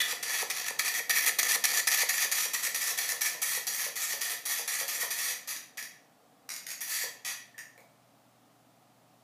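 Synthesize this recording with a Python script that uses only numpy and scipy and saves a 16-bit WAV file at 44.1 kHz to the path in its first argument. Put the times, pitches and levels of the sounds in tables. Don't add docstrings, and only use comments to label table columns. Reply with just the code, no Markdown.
import sys
import numpy as np
from scipy import signal
from scipy.fft import rfft, irfft
from scipy.io import wavfile

SR = 44100
rng = np.random.default_rng(int(sys.argv[2]) if len(sys.argv) > 2 else 0)


def unload_wav(signal):
    wavfile.write(
        sys.argv[1],
        SR,
        np.round(np.clip(np.atleast_2d(signal).T, -1, 1) * 32767).astype(np.int16),
    )


N = 407043
TIME = np.arange(N) / SR

# snap/dB, rebound/dB, slide/dB, ring of the tin/dB, wheel knock/dB
TURNS = [(0.001, .126, .05, -24.5, -33.5, -29.3, 0, -44), (0.2258, .2, .097, -29, -30.3, -30.3, .5, -32.5),
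         (0.498, .207, .042, -27, -33, -31, 1, -39.5), (0.788, .211, .061, -25.2, -29, -32.5, 2.5, -39),
         (1.0941, .199, .034, -24.3, -29.5, -27, 4.5, -41), (1.385, .174, .075, -25, -36, -29, 2, -35.5),
         (1.638, .165, .071, -23, -33, -28, 1.5, -44), (1.87, .16, .057, -24, -27, -28.3, 2, -36),
         (2.0876, .161, .082, -23, -31.5, -28.2, 2, -36.5),
         (2.3135, .143, .071, -23, -27.3, -28.7, .5, -41), (2.533, .14, .049, -24.5, -38, -27, 0, -46),
         (2.7445, .168, .102, -24.3, -33.5, -27.8, 1, -37.5),
         (2.9745, .147, .033, -23.3, -31.5, -28, 0, -45), (3.208, .137, .03, -26.7, -27.7, -46, 2.5, -42),
         (3.416, .157, .074, -24.5, -32, -28.7, -.5, -38.5),
         (3.6673, .195, .085, -26.5, -33.5, -32, -.5, -42),
         (3.9552, .177, .038, -27, -29.5, -29, -1, -39.5), (4.207, .119, .032, -26, -31.5, -28, -1, -48),
         (4.4525, .139, .014, -23.3, -27.7, -26.3, -1.5, -41.5),
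         (4.676, .135, .026, -24, -31, -26.5, 0, -40.5), (4.879, .15, .032, -23.7, -29, -27, .5, -35.5),
         (5.1035, .205, .127, -25, -35, -29.7, 1.5, -45.5), (6.8049, .232, .141, -30, -36, -32, 1, -40.5)]
# f/Hz, bandwidth/Hz, level/dB
TIN_BODY = [(1720, 80, -2), (1803, 93.4, 2.5), (1970, 111, -0.5), (2275, 99, -3.5), (2500, 187, -9.5)]
# f/Hz, relative density/dB
SCRAPE_SPECTRUM = [(200, -32), (500, -8), (900, -7), (1550, -9.5), (2500, 5.5), (3000, -4), (4200, 2.5),
                   (5200, -4.5), (7200, -4.5), (9200, -1), (12500, 2), (15500, -2)]


def rasp(scrape_db, spring_db, tin_db, contact_db):
    # f/Hz, bandwidth/Hz, level/dB
    spring_peaks = [(715, 81, -7), (1265, 200, -2), (3310, 186, 1), (4730, 66, 4), (5800, 213, 7.5),
                    (6680, 950, 0), (8720, 300, -5), (10586, 150, 4.5), (11900, 420, -0.5)]
    strokes = cam_strokes()
    on_tin = [(s, length, db + ring_db, swell_db) for s, length, db, swell_db, ring_db in strokes]
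    chatter = rms_one(from_db(2.5 * drift(knots_per_s=340)))
    force = chatter * contact_force([row[:4] for row in strokes], attack_s=0.0017, release_s=0.0019)
    tin_force = chatter * contact_force(on_tin, attack_s=0.0034, release_s=0.0053)
    scrape = from_db(scrape_db) * colour(force * friction(snaps_per_s=14000), SCRAPE_SPECTRUM)
    spring = from_db(spring_db) * resonate(force * friction(snaps_per_s=8900), spring_peaks)
    tin = from_db(tin_db) * resonate(tin_force * friction(snaps_per_s=3500), TIN_BODY)
    contact = from_db(contact_db) * contact_ring(force, strokes, width_hz=173, low_hz=4283, high_hz=13700)
    return scrape + spring + tin + contact


def cam_strokes(snap_s=.018, drag_db=-6, rebound_swell_db=2.2, tug_swell_db=-11.5):
    # t/s, length/s, end level/dB, ring of the tin/dB
    tugs = [(5.4732, 0.078, -38, -1), (5.771, 0.034, -38.5, 2), (7.247, .082, -34.3, -2.3)]
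    strokes = [(s, length, db, tug_swell_db, ring_db) for s, length, db, ring_db in tugs]
    for s, on_cam, slide_s, snap_db, rebound_db, slide_db, ring_db, _ in TURNS:
        snap = (s, snap_s, snap_db, 0)
        drag = (s + snap_s, on_cam - snap_s, (rebound_db + slide_db) / 2 + drag_db, 0)
        rebound = (s + .268 * on_cam, .232 * on_cam, rebound_db + rebound_swell_db / 2, rebound_swell_db)
        slide = (s + on_cam - slide_s, slide_s, slide_db, 0)
        strokes += [(*stroke, ring_db) for stroke in (snap, drag, rebound, slide)]
    return sorted(strokes)


def contact_ring(force, strokes, width_hz, low_hz, high_hz, count=12):
    spots = rng.random((len(strokes), count))
    snaps = force * friction(snaps_per_s=5000)
    edges = [int(row[0] * SR) for row in strokes] + [int((strokes[-1][0] + .2) * SR)]
    radius = np.exp(-np.pi * width_hz / SR)
    out = np.zeros(N)
    for start, end, spot in zip(edges, edges[1:], spots):
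        for hz in low_hz * (high_hz / low_hz) ** spot:
            poles = [1, -2 * radius * np.cos(2 * np.pi * hz / SR), radius ** 2]
            out[start:end] += signal.lfilter([1, 0, -1], poles, snaps[start:end] + 1e-18)
    return out * np.sqrt((1 - radius ** 2) / (2 * count))


def brighten(x, corner_hz):
    # t/s, gain/dB
    brightness = [(0, -6.5), (.7, -5), (1.2, 0.5), (1.7, -1), (2.3, 0), (3, 1.5), (3.7, 3.5), (4.3, 0),
                  (4.8, 0.5), (5.3, 2.5), (5.8, -3), (6.95, 4), (7.27, -9)]
    treble = signal.sosfilt(signal.butter(1, corner_hz, "high", fs=SR, output="sos"), x)
    return x + (from_db(in_time(brightness)) - 1) * treble


def ridge_slips(level_db, slip_s):
    # t/s, length/s, first gap/s, ratio of successive gaps, level/dB
    creeps = [(1.4288, .005, .012, 1.1, -24), (5.5613, 0.0052, .012, 1.1, -28),
              (5.8238, .005, .012, 1.1, -28), (6.489, .1, .012, 1.28, -28),
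              (6.665, 0.052, .0212, .74, -26.5), (7.5784, .016, 0.0091, 1.1, -34)]
    slips = []
    for s, length, gap, ratio, db in creeps:
        delays = np.cumsum(np.r_[0, gap * ratio ** np.arange(8)])
        slips += [(s + delay, slip_s, db + level_db, 0) for delay in delays if delay <= length]
    # f/Hz, bandwidth/Hz, level/dB
    slip_peaks = [(1980, 380, 1), (4880, 310, -1.5), (5820, 200, 5), (6720, 390, 1.5), (8670, 380, -2.5),
                  (11000, 760, -5), (13200, 1200, -10)]
    force = contact_force(slips, attack_s=0.0031, release_s=0.0016)
    spring = resonate(force * friction(snaps_per_s=12000), slip_peaks)
    scrape = colour(force * friction(snaps_per_s=20000), SCRAPE_SPECTRUM)
    return spring + from_db(-3.5) * scrape


def wheels(knock_db, click_db, click_s, rumble_db, rattle_db):
    # f/Hz, level/dB, T60/s
    modes = [(414.5, 2, 0.0584), (470.7, 9.5, 0.072), (552, 5, 0.079), (606, -1.5, 0.0575),
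             (717, 7.5, 0.046), (793, 0.5, 0.018), (979, -30, 0.067), (1310, -25.5, .03)]
    # t/s, relative level/dB
    rolling = [(0.01, -55.5), (.8, -56.5), (1.6, -50.5), (2.3, -59), (3.1, -59.5), (4.2, -63.5),
               (5.25, -62), (5.55, -74), (7.1, -74), (8, -88)]
    # f/Hz, relative density/dB
    rumble_spectrum = [(40, -31), (100, -27), (160, -7.5), (330, -5), (600, -5.5), (1500, -16.5),
                       (8000, -44)]
    knocks = from_db(knock_db) * strike(wheel_knocks(), modes, spread_db=2.5)
    contacts = [(s, click_s, db + click_db, 0) for s, db in wheel_knocks()]
    clicks = contact_force(contacts, attack_s=0.00033, release_s=0.00162) * friction(snaps_per_s=7000)
    rumble = from_db(rumble_db) * colour(friction(snaps_per_s=1600), rumble_spectrum)
    peaks = [(hz, np.log(1000) / (np.pi * t60), db) for hz, db, t60 in modes]
    rattle = from_db(rattle_db) * resonate(friction(snaps_per_s=150), peaks)
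    return knocks + clicks + from_db(in_time(rolling)) * (rumble + rattle)


def shell_thock(level_db, contact_s):
    contacts = [(s, contact_s, db + level_db, 0) for s, db in wheel_knocks()]
    force = contact_force(contacts, attack_s=0.00045, release_s=0.0036)
    snaps = force * friction(snaps_per_s=4300)
    return resonate(snaps, peaks=[(553, 120, -0.5), (832, 210, 0), (1055, 160, -2.5)])


def wheel_knocks():
    # t/s, level/dB
    settling = [(7.7774, -55), (7.8048, -58)]
    return [(s + on_cam, knock_db) for s, on_cam, *_, knock_db in TURNS] + settling


def clanks(level_db):
    # t/s, relative level/dB
    jerks = [(0.003, -19), (0.012, -26), (0.027, -28)]
    # f/Hz, level/dB, T60/s
    modes = [(1973, 2.5, 0.1), (2440, -10, 0.1), (2910, -4.5, 0.091), (3390, 7.5, 0.12), (3600, -2, 0.18),
             (3808, -11, 0.09), (4010, -2.5, 0.1)]
    return from_db(level_db) * strike(jerks, modes)


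def tin_taps(damping, fall_db_per_hz=.04):
    # t/s, level/dB, favoured f/Hz
    taps = [(5.781, -27, 1690), (7.544, -41.5, 1770), (7.582, -31, 1800), (7.595, -34, 1800),
            (7.778, -39, 2270)]
    out = np.zeros(N)
    for s, level_db, favoured_hz in taps:
        modes = [(hz, db - fall_db_per_hz * abs(hz - favoured_hz), np.log(1000) / (np.pi * width * damping))
                 for hz, width, db in TIN_BODY]
        out += strike([(s, level_db)], modes)
    return out


def small_body(x, corner_hz):
    return signal.sosfilt(signal.butter(2, corner_hz, "high", fs=SR, output="sos"), x + 1e-18)


def moving_room(x, cycles_per_s):
    angle = 2 * np.pi * cycles_per_s * TIME
    return sum(room(x * share, gap_s=0.0039, swell_s=0.00069) for share in (np.cos(angle), np.sin(angle)))


def room(x, gap_s, swell_s, size=32768):
    # f/Hz, T60/s
    bands = np.array([(200, 0.18), (1000, 0.42), (2000, 0.48), (5500, 0.41), (8000, 0.36), (12000, 0.33),
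                      (16000, 0.3)])
    t = np.maximum(np.arange(size) / SR - gap_s, 0)
    white = rfft(rng.standard_normal(size))
    hz = np.fft.rfftfreq(size, 1 / SR)
    response = np.zeros(size)
    for t60, this_band in zip(bands[:, 1], np.eye(len(bands))):
        share = at_hz(np.c_[bands[:, 0], this_band], hz)
        response += irfft(white * share) * from_db(-60 * t / t60)
    response *= 1 - np.exp(-t / swell_s)
    return convolve(x, response)


def background(noise_db, hum_hz):
    # f/Hz, relative density/dB
    noise_spectrum = [(31, -30.5), (62, -23), (102, -14), (152, -2), (212, -3.5), (272, 0.6), (372, -11.5),
                      (502, -8), (712, -1), (932, -9.5), (1202, -9), (1602, -16), (4002, -20), (15002, -25)]
    # t/s, rms level/dB
    hum_level = [(0, -77.5), (6.8, -81.5), (7.4, -74.5), (9.2, -73.5)]
    air = from_db(noise_db) * colour(rng.standard_normal(N), noise_spectrum)
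    hum = from_db(in_time(hum_level)) * np.sqrt(2) * np.sin(2 * np.pi * hum_hz * TIME)
    return air + hum


def contact_force(strokes, attack_s, release_s):
    power = np.zeros(N)
    for start, length, db, swell_db in strokes:
        span = slice(int(start * SR), int((start + length + 10 * release_s) * SR))
        t = TIME[span] - start
        attack = np.clip(t / attack_s, 0, 1)
        slide = from_db(db + swell_db * (np.clip(t / length, 0, 1) - 1))
        release = np.exp(-np.maximum(t - length, 0) / release_s)
        power[span] += (attack * slide * release) ** 2
    return np.sqrt(power)


def friction(snaps_per_s):
    return rms_one((rng.random(N) < snaps_per_s / SR) * rng.standard_normal(N))


def strike(blows, modes, spread_db=1.5):
    times, level_db = np.transpose(blows)
    scatter_db = spread_db * rng.standard_normal((len(times), len(modes)))
    out = np.zeros(N)
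    for k, (hz, db, t60) in enumerate(modes):
        impulses = np.full(N, 1e-18)
        impulses[(times * SR).astype(int)] = from_db(level_db + db + scatter_db[:, k])
        radius, angle = from_db(-60 / (t60 * SR)), 2 * np.pi * hz / SR
        poles = [1, -2 * radius * np.cos(angle), radius ** 2]
        out += (-1) ** k * signal.lfilter([0, np.sin(angle)], poles, impulses)
    return out


def resonate(x, peaks, size=4096):
    t = np.arange(size) / SR
    response = np.zeros(size)
    for k, (hz, width, db) in enumerate(peaks):
        decay = from_db(db) * width * np.exp(-np.pi * width * t)
        response += (-1) ** k * decay * np.sin(2 * np.pi * hz * t)
    return convolve(x, response)


def colour(x, spectrum, size=2048):
    gain = from_db(at_hz(spectrum, np.fft.rfftfreq(size, 1 / SR)))
    cepstrum = irfft(np.log(gain))
    cepstrum[1:size // 2] *= 2
    cepstrum[size // 2 + 1:] = 0
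    return convolve(x, irfft(np.exp(rfft(cepstrum))))


def convolve(x, response):
    return signal.oaconvolve(x, response / np.linalg.norm(response))[:N]


def drift(knots_per_s):
    knots = rng.standard_normal(N // 20)
    return rms_one(np.interp(TIME * knots_per_s, np.arange(len(knots)), knots))


def in_time(rows):
    return np.interp(TIME, *np.transpose(rows))


def at_hz(rows, hz):
    f, value = np.transpose(rows)
    return np.interp(np.log(np.maximum(hz, 1)), np.log(f), value)


def from_db(db):
    return 10 ** (np.asarray(db) / 20)


def rms_one(x):
    return x / np.sqrt(np.mean(x ** 2) + 1e-20)


def scene():
    # t/s, distance/m
    path = [(0, 1.2), (.8, .9), (1.5, .65), (2, .9), (2.5, 1.3), (3, 1.6), (4, 1.9), (5, 2.2), (9.2, 2.2)]
    distance = in_time(path)
    cam = brighten(rasp(scrape_db=-6, spring_db=-6, tin_db=-9.5, contact_db=-11), corner_hz=7900)
    zips = ridge_slips(level_db=-0.3, slip_s=0.003)
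    running = wheels(knock_db=-13.5, click_db=2, click_s=0.00081, rumble_db=-7, rattle_db=-3)
    thocks = shell_thock(level_db=-3, contact_s=0.0037)
    undercarriage = distance * (running + thocks)
    metal = clanks(level_db=-10) + tin_taps(damping=.9)
    toy = small_body(cam + zips + undercarriage + metal, corner_hz=179)
    reflections = from_db(-4) * moving_room(toy, cycles_per_s=0.6027)
    return (toy / distance + reflections + background(noise_db=-63.5, hum_hz=120))[None]


def record(dry, cutoff_hz=15350):
    return signal.sosfilt(signal.ellip(12, .1, 80, cutoff_hz, fs=SR, output="sos"), dry)


dry = scene()
out = record(dry)
unload_wav(out)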